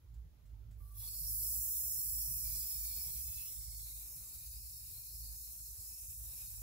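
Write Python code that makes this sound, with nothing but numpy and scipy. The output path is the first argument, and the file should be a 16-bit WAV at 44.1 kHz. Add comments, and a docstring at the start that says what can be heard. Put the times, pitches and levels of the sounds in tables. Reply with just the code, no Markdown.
"""Mist sprayer at a hive

A compressed-air mist sprayer is opened outdoors: its jet, noise coloured by tube modes, hisses into free air,
then weaker against the entrance of a wooden hive. A distant compressor, wavering tones, drones over a quiet
yard of low noise. The hand ticks on the valve, which whistles as it opens. Two microphone ports a little apart.
"""
import sys
import numpy as np
from scipy import signal
from scipy.io import wavfile
from scipy.ndimage import uniform_filter1d

SR = 44100
rng = np.random.default_rng(int(sys.argv[2]) if len(sys.argv) > 2 else 0)


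def dump(signal):
    """Clip the signal to [-1, 1] and save it as 16-bit WAV at the path in sys.argv[1]."""
    limited = np.clip(np.atleast_2d(signal).T, -1, 1)
    pcm = np.round(limited * 32767).astype(np.int16)
    wavfile.write(sys.argv[1], SR, pcm)


def convert_level_to_amplitude(level_db):
    """Map a level in decibels to its linear amplitude factor."""
    exponent = np.asarray(level_db, float) / 20
    return 10 ** exponent


N = 291985
HZ = np.fft.rfftfreq(1024, 1 / SR)[:, None]
FRAME_S = np.arange(N // 256 + 5) * 256 / SR

# compressor strokes: start_s, stroke_hz, level_db (before the port gains)
DRONE = [(0.0, 53.8, -69.5), (0.16, 56.66, -48), (0.35, 52.4, -69.5), (0.5, 53.08, -51.5),
         (1.27, 52.44, -51.5), (1.45, 53.7, -53.5), (1.62, 55.1, -51.5), (1.73, 55.68, -58.5),
         (1.86, 55.63, -50), (1.93, 55.2, -57.5), (2.1, 56.03, -53), (2.3, 55.4, -50), (2.38, 55.1, -59),
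         (2.46, 54.8, -52), (2.61, 56.27, -51), (2.71, 55.3, -61), (2.79, 56.9, -48), (2.87, 55.75, -55.5),
         (2.97, 55.2, -50.5), (3.08, 55.13, -58), (3.23, 56.5, -50), (3.32, 55.7, -52.5),
         (3.45, 54.95, -66), (3.59, 54.5, -53.5), (4.41, 54.5, -63), (4.52, 54.5, -53),
         (4.92, 54.46, -61.5), (5.33, 55.5, -50.5), (5.42, 55.3, -65.5), (5.73, 55.06, -55),
         (5.97, 58.6, -68), (6.05, 52.86, -62), (6.23, 53.7, -50.5), (6.38, 51.8, -65.5), (6.62, 52.7, -53)]
# jet: start_s, flow_db, lower_db (added once to the treble, twice well under 9 kHz)
JET = [(0.74, -84, -1), (0.82, -58, -8), (0.94, -53, -7.5), (0.975, -38.5, -9.5), (1.06, -40.5, -4),
       (1.15, -41.5, -2), (1.3, -35.5, -3.5), (1.5, -39, 0), (1.75, -38, 0), (2.6, -41.5, 0),
       (3.25, -45, 1), (3.45, -45, 0), (3.65, -52, 3.5), (4.64, -55.5, 4), (5.06, -53.5, 3),
       (6.0, -55.5, 5), (6.39, -48, 0.5), (6.62, -55, 4.5)]
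# slide of the modes under 5.05 kHz while the nozzle is moved: start_s, pitch_factor
SLIDE = [(3.1, 1), (3.3, .93), (3.62, .85), (3.9, .92), (4.15, 1)]


def evened(x):
    """Scales to rms 1."""
    return x / np.sqrt(np.mean(abs(x) ** 2) + 1e-20)


def spectrum(points):
    """A spectrum table on the frequency bins, linear over log frequency."""
    hz, value = np.transpose(points)
    return np.interp(np.log(HZ + 1), np.log(hz + 1), value)


def curves(rows, t):
    """The columns of a curve table at times t."""
    s, *values = np.transpose(rows)
    return [np.interp(t, s, v) for v in values]


def drift(frames, size):
    """Slow chance of rms 1 along the last axis, at frame rate."""
    return evened(uniform_filter1d(uniform_filter1d(rng.standard_normal(size), frames), frames))


def patches(bins, frames):
    """Random field of rms 1 over frequency and time."""
    field = uniform_filter1d(rng.standard_normal((len(FRAME_S), len(HZ))), frames, 0)
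    return evened(uniform_filter1d(field, bins, 1)).T


def peak(hz, width_hz):
    """Power of a steep resonance on the bins, top 1."""
    return 1 / (1 + (2 * (HZ - hz) / width_hz) ** 2) ** 2


def held(t, start_s, end_s, db, edge_s):
    """Gain that rises, holds and falls."""
    return convert_level_to_amplitude(db) * np.clip(np.minimum(t - start_s, end_s - t) / edge_s + .5, 0, 1)


def narrow(hz, width_hz):
    """Noise in a thin band around the curve hz: a wavering complex tone of rms 1."""
    r = np.exp(-np.pi * width_hz / SR)
    slow = rng.standard_normal(N) + 1j * rng.standard_normal(N)
    for _ in range(2):
        slow = signal.lfilter([1 - r], [1, -r], slow)
    return evened(slow) * np.exp(2j * np.pi * np.cumsum(hz * np.ones(N)) / SR)


def pair(level, alike, side_db, lag_s):
    """Noise at two ports: partly shared, unequal in level, the left one late; level 1 gives rms 1."""
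    a, b, c, d = rng.standard_normal((len(FRAME_S), len(HZ), 4)).T
    alike = np.clip(alike, 0, 1)
    right = a + 1j * b
    late = right * np.exp(-2j * np.pi * HZ * lag_s)
    left = alike * late + np.sqrt(1 - alike ** 2) * (c + 1j * d)
    z = level * np.array([left * convert_level_to_amplitude(side_db / 2), right / convert_level_to_amplitude(side_db / 2)])
    return signal.istft(z, nperseg=1024, noverlap=768)[1][:, :N] * np.sqrt(3 / 1024)


def yard():
    """Low noise wash of the surroundings, swelling slowly, its bass lumpy and partly following the drone."""
    # wash before the swells and the roll-off at 4 kHz: hz, level_db_per_hz
    wash = [(40, -74.5), (90, -80), (130, -87.5), (170, -100), (210, -102), (260, -102), (450, -108),
            (900, -113), (1500, -116), (2500, -119)]
    # swell: start_s, bass_db, tilt_db (half is added well over 450 Hz, half taken off below)
    wash_swell = [(0, -5, -6), (.7, -2, -3.5), (1.2, -5.5, -5), (2., 1.5, 6), (3.2, -1, 3),
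                  (4.2, -1.5, 7.5), (4.7, -9.5, -9), (5.4, -5.5, -0.5), (6.62, -2.5, 9.5)]
    # hz, left_right_likeness
    wash_alike = [(60, .93), (120, .75), (250, .5), (500, .3), (1200, .15), (15000, .02)]
    # hz, left_right_db
    wash_side = [(60, -4.4), (200, -3.5), (1000, -2), (4000, -1)]
    surge_share = 0.16

    bass_db, tilt_db = curves(wash_swell, FRAME_S)
    low = 1 / (1 + (HZ / 450) ** 3)
    drone_db = curves(DRONE, FRAME_S)[1]
    surge_db = surge_share * (drone_db - uniform_filter1d(drone_db, 80))
    lumps_db = 2.5 * drift(6, size=len(FRAME_S)) + surge_db
    level_db = spectrum(wash) + low * bass_db + (0.5 - low) * tilt_db
    level_db = level_db + lumps_db / (1 + (HZ / 240) ** 4) + 3 * patches(bins=4, frames=8)
    level = convert_level_to_amplitude(level_db) * np.sqrt(SR / 2) / (1 + (HZ / 4000) ** 4)
    return pair(level, spectrum(wash_alike), spectrum(wash_side), 0)


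def compressor():
    """The stroke rate as a wavering tone, its octave and other hums, unsteady in another way at each port."""
    waver, waver_hz = 0.28, 4.2
    octave_db, octave_db_per_hz, usual_hz = -12, 2.5, 54.5  # the octave grows as load slows the strokes
    hum_hz, hum_db, hum_follows = 65.5, -62.5, 0.93  # shares most of the drone's swells
    passing_start_s, passing_end_s, passing_db, passing_hz = 2.2, 2.62, -69, 155.6

    t = np.arange(N) / SR
    hz, first_db = curves(DRONE, t)
    turn = np.exp(2j * np.pi * np.cumsum(hz) / SR)
    first = turn * evened(1 + waver * narrow(0, waver_hz))
    second = turn ** 2 * evened(1 + 0.36 * narrow(0, 9.8))
    hum = np.exp(2j * np.pi * hum_hz * t) * evened(1 + narrow(0, 3.7))
    octave_gain = convert_level_to_amplitude(octave_db + octave_db_per_hz * (usual_hz - hz))
    tones = convert_level_to_amplitude(first_db) * (first + octave_gain * second)
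    tones += convert_level_to_amplitude(hum_db + hum_follows * (first_db - first_db.mean())) * hum
    tones += held(t, passing_start_s, passing_end_s, passing_db, edge_s=0.13) * narrow(passing_hz, 10.6)
    ports = np.array([tones * (1 + .2 * narrow(0, 6)) for _ in range(2)])
    return np.sqrt(2) * ports.real * convert_level_to_amplitude([[-2.6], [2.1]])


def valve():
    """Three faint ticks of rasping and ringing noise, then a short whistle of air in the half-open valve."""
    # hand on the valve: start_s, gain_db (before the rasp and ring weights), ring_hz
    ticks = [(0.138, -70, 7370), (0.453, -72, 7960), (0.707, -68, 7600)]
    start_s, end_s, hold_db = 0.805, 1.15, -81  # before the onset boost and the port gains
    whistle_hz, whistle_width_hz = 1160, 53

    t = np.arange(N) / SR
    tone = np.sin(2 * np.pi * whistle_hz * t) + narrow(whistle_hz, whistle_width_hz).real
    out = held(t, start_s, end_s, hold_db, edge_s=0.015) * evened(tone)
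    out *= 1 + 1.2 * np.exp(-abs(t - start_s) / .05)  # firmest at its start
    u = t[:3000]
    for s, db, hz in ticks:
        sine = np.sin(2 * np.pi * hz * u)
        rasp = rng.standard_normal(len(u)) * (1 + 0.82 * sine)
        ring = signal.lfilter([.03], [1, -.97], rng.standard_normal(len(u))) * sine
        envelope = convert_level_to_amplitude(db - 60 * u / .22) * np.minimum(u / .005, 1)
        out[round(s * SR):][:len(u)] += envelope * (.5 * rasp + 3 * ring)
    return out * convert_level_to_amplitude([[-2.5], [2.5]])


def modes(table):
    """Power of tube modes over the turbulence; each wanders in pitch and strength. Scaled so the 9-15.5 kHz
    power, spread over all bins, averages 1 (about 3.4 within that band)."""
    # turbulence under the modes, before scaling: hz, relative_db_per_hz
    turbulence = [(500, -53), (900, -31), (1250, -38.5), (1700, -41.5), (2500, -27), (3500, -37.5),
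                  (4500, -17.5), (6000, -14), (8000, -7.5), (9500, -5.5), (12000, -1.5), (15800, -1)]
    power, slide = convert_level_to_amplitude(2 * spectrum(turbulence)), curves(SLIDE, FRAME_S)[0]
    for hz, width_hz, db in table:
        stray, swell = drift(20, size=(2, len(FRAME_S)))
        centre_hz = hz * slide + 25 * stray if hz < 5050 else hz + 22 * stray
        swell_db = 1.5 * swell * min(250 / width_hz, 1)
        power = power + convert_level_to_amplitude(2 * db) * peak(centre_hz, width_hz) * convert_level_to_amplitude(2 * swell_db)
    return power / (power * ((HZ > 9000) & (HZ < 15500))).mean()


def jet():
    """Turbulent air coloured by the tube; nearing the wood changes colour and scatters the sound."""
    # tube modes with the nozzle free and at the entrance: hz, width_hz, relative_db
    free_modes, entrance_modes = [(3384, 103, -17), (3785, 26, -11), (4311, 23, -4.5), (4704, 100, -10),
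                                  (4960, 77, -11.5), (5152, 39, 0.5), (5460, 120, -3), (5862, 110, -3),
                                  (6640, 64, -1.5), (7190, 130, -5)], [(3807, 185, -13.5), (4224, 260, -8), (4595, 110, -5.5),
                                                (5040, 130, -7), (4870, 47, -11.5), (5400, 199, -5),
                                                (5910, 42, -4), (6550, 530, -7), (7630, 120, -1.5)]
    # broad treble humps of the nozzle mouth, free and at the entrance: hz, width_hz, relative_db
    free_mouth, entrance_mouth = [(7730, 178, -0.5), (9370, 290, -4.5), (10300, 310, 2), (11380, 220, 3.5),
                                  (12620, 170, 3.5), (13300, 900, -1.5), (15200, 310, -5.5)], [(10250, 880, -2.2), (11250, 500, 2.1),
                                                      (12630, 900, 1.8), (13750, 360, 0.67),
                                                      (14800, 860, 0.29)]
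    # gaps between modes: hz, width_hz, free_db, entrance_db (mean depths; they fill and deepen)
    gaps = [(3560, 130, -4, -8), (2880, 200, -7, -5), (4050, 90, -5, -3), (4530, 150, -11, -11),
            (4990, 110, -8, -2), (5680, 120, -7, -5), (6240, 240, -22, -8), (12050, 300, -3, -4)]
    # hz, left_right_db, free and at the entrance
    free_side, entrance_side = [(2500, -7), (3000, -2), (3450, 7), (3900, 4), (4300, 5), (4800, -1.5),
                                (5500, -3.5), (6500, -2.5), (7700, -7), (8900, -3.5), (10200, -7.5),
                                (11400, -5.5), (12800, 0), (15800, 0)], [(2500, 7), (3000, -4), (3450, 0), (3900, -4),
                                                   (4300, -1.5), (5500, -1.5), (6500, -1), (7700, -6),
                                                   (8900, -5), (10200, -1), (11400, 2), (12800, 0),
                                                   (15800, 3)]
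    # hz, factor on the left-right likeness
    alike_factor = [(2000, .4), (5000, .7), (8000, .7), (10500, 1.15), (15800, 1.15)]
    # nozzle: start_s, nearness (0 free, 1 at the entrance)
    nozzle = [(.9, .3), (1.5, 0), (2.3, 0), (2.75, .1), (3.5, .15), (3.9, 1), (5.4, 1), (5.8, .85),
              (6.62, .8)]
    # lower tones: start_s, lowest_hz, lowest_db, lift_db (under 4.9 kHz), under_db (further, under 4.05 kHz)
    tube_load = [(.92, 2420, -100, 7, 1), (1.03, 2400, -90, 9.5, 5), (1.15, 2520, -96, 7.5, -4.5),
                 (1.3, 2370, -112, 4.5, -11), (1.45, 2342, -80, -1, -6.5), (1.62, 2323, -93, -8, -3.5),
                 (1.78, 2400, -82, -6, -3), (1.95, 2322, -84, -5.5, -7), (2.06, 2355, -80, -7, -6),
                 (2.2, 2450, -83, -4, -1), (2.4, 2334, -79, -1.5, -5.5), (2.5, 2358, -69.5, 5.5, -8),
                 (2.66, 2380, -80, 5.5, -2.5), (2.82, 2362, -74, 3.5, -4.5), (2.99, 2345, -68, 8, -4),
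                 (3.14, 2360, -77, 2, 4), (3.24, 2566, -76.5, -9, 6), (3.43, 2628, -62.5, 5.5, -4),
                 (3.5, 2664, -81, -5, 7), (3.7, 2400, -99, 8.5, -20.5), (3.88, 2405, -76, -6, 6),
                 (4.15, 2415, -81.5, -9.5, 8), (4.35, 2416, -79, -2, 6), (4.6, 2537, -77.5, -2, -1),
                 (4.76, 2486, -86, 4.5, -5), (4.92, 2467, -81.5, 3, 1.5), (5.36, 2475, -85, 5.5, -8),
                 (5.46, 2553, -82, -4.5, 5.5), (5.82, 2520, -86, -4, -4), (5.95, 2560, -73.5, -5.5, 0),
                 (6.1, 2538, -77, -13, 12), (6.2, 2570, -90, -12.5, 13), (6.4, 2545, -71.5, -1, 6.5),
                 (6.62, 2515, -82, -12, 5)]
    # start_s, share of the lowest mode that is a thin tone, the rest a broad hump
    thin_share = [(1, .2), (1.25, 0), (1.98, 0), (2.06, .6), (2.15, 0), (2.38, .1), (2.47, .9), (3.45, .9),
                  (3.7, .2), (4.5, .55), (5.5, .45), (6.62, .4)]
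    # treble over 14.3 kHz: start_s, lift_db
    topmost = [(.9, -2), (1.15, -6), (1.5, 1), (2.2, 0.5), (2.7, 1.5), (3.3, 1.5), (3.6, -0.5), (4.2, 0.5),
               (6.62, -0.5)]
    free_lag_us, entrance_lag_us, free_alike, entrance_alike = 58, 24, .65, .2  # left port is late
    lowest_width_hz = 60
    hollow_start_s, hollow_end_s, hollow_hz, hollow_width_hz, hollow_db = 1.63, 2.04, 4780, 460, -17
    second_start_s, second_end_s, second_db, second_hz = 3, 4, -80, 2170  # a second low tone

    flow_db, lower_db = curves(JET, FRAME_S)
    near = np.clip(curves(nozzle, FRAME_S)[0], 0, 1)
    lag_us = free_lag_us + near * (entrance_lag_us - free_lag_us)
    alike = free_alike + near * (entrance_alike - free_alike)
    lowest_hz, lowest_db, lift_db, under_db = curves(tube_load, FRAME_S)
    slide, thin = curves(SLIDE, FRAME_S)[0], curves(thin_share, FRAME_S)[0]

    power = (1 - near) * modes(free_modes + free_mouth) + near * modes(entrance_modes + entrance_mouth)
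    for hz, width_hz, free_db, entrance_db in gaps:
        stray, fill = drift(12, size=(2, len(FRAME_S)))
        depth_db = (free_db + near * (entrance_db - free_db)) * np.clip(1 + .6 * fill, 0, 2)
        centre_hz = hz * (slide + .009 * stray if hz < 5050 else 1 + .0035 * stray)
        power = power * convert_level_to_amplitude(2 * depth_db * peak(centre_hz, width_hz))

    upper, lower = 1 / (1 + (9000 / (HZ + 1)) ** 8), 1 / (1 + (HZ / 4900) ** 14)
    power = power * convert_level_to_amplitude(2 * curves(topmost, FRAME_S)[0] / (1 + (14300 / (HZ + 1)) ** 30))
    eddies = patches(bins=10, frames=14)  # stronger and weaker mixing
    wisps = patches(bins=3, frames=16) / (1 + (HZ / 6500) ** 6)  # thin tones flare in the tube and die
    flutter = drift(3, size=len(FRAME_S))  # the mist spits: all bands flicker together
    colour_db = flow_db + (2 - upper) * lower_db + lower * lift_db + under_db / (1 + (HZ / 4050) ** 24)
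    power = power * convert_level_to_amplitude(2 * colour_db)
    power = power * convert_level_to_amplitude(2 * ((0.8 + .8 * lower) * eddies + 3.5 * wisps + 0.5 * flutter))
    hollow = held(FRAME_S, hollow_start_s, hollow_end_s, 0, edge_s=.05)  # the hiss thins out in one band
    power = power * convert_level_to_amplitude(2 * hollow_db * peak(hollow_hz, hollow_width_hz) * hollow)

    lowest = peak(lowest_hz * (1 + .008 * drift(10, size=len(FRAME_S))), lowest_width_hz)
    skirt, second = peak(lowest_hz, 700), peak(second_hz, 130)
    power += convert_level_to_amplitude(2 * lowest_db) * (thin * lowest / lowest.mean(0) + (1 - thin) * skirt / skirt.mean(0))
    second_gain = held(FRAME_S, second_start_s, second_end_s, second_db, edge_s=0.038)
    power += second_gain ** 2 * second / second.mean()

    level = np.sqrt(power) * np.clip((FRAME_S - JET[0][0]) / 0.04, 0, 1)
    side_db = (1 - near) * spectrum(free_side) + near * spectrum(entrance_side)
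    return pair(level, alike * spectrum(alike_factor), side_db, lag_us * 1e-6)


def dips(x):
    """While the jet runs, the midrange drops out for moments, often at both ports; the lowest mode is cut less."""
    z = signal.stft(x, nperseg=1024, noverlap=768)[2]
    t = FRAME_S[:z.shape[2]]
    middle = 1 / (1 + (250 / (HZ + 1)) ** 6) / (1 + (HZ / 3500) ** 10)
    middle = middle * (1 - .7 * peak(2500, 500))
    both, left, right = drift(3, size=(3, len(t))) + .6 * drift(8, size=(3, len(t)))
    chance = .8 * both + .6 * np.array([left, right])
    depth = .97 * np.clip(3 * (chance - .6), 0, 1) * (t > JET[0][0] + .2)
    return signal.istft(z * (1 - middle * depth[:, None]), nperseg=1024, noverlap=768)[1][:, :N]


def port_hiss():
    """Self-noise of the two ports, unshared."""
    # hz, level_db_per_hz
    hiss = [(300, -125), (2500, -124), (3800, -121), (5500, -121.5), (7000, -122), (8500, -131),
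            (10500, -120), (15800, -119)]
    # hz, left_right_db
    hiss_side = [(300, -2), (6500, -2.5), (7400, -7), (9000, -6.5), (10000, -1), (15800, 0)]
    return pair(convert_level_to_amplitude(spectrum(hiss)) * np.sqrt(SR / 2), 0, spectrum(hiss_side), 0)


def scene():
    """All sources at the two ports."""
    return yard() + compressor() + valve() + jet()


def low_pass(x):
    """Removes everything above the highest recorded frequency."""
    return signal.sosfilt(signal.butter(12, 16720, fs=SR, output="sos"), x)


def record(dry):
    """Adds port hiss, then bass roll-off, midrange dips and band limit."""
    roll_off = signal.butter(3, 40, "high", fs=SR, output="sos")
    cut = signal.sosfilt(roll_off, dry + port_hiss())
    band_limit = signal.firwin(2047, 15740, window=("kaiser", 9), fs=SR)
    mix = signal.oaconvolve(dips(cut), band_limit[None], "same")
    return low_pass(mix)


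dry = scene()
out = record(dry)
dump(out)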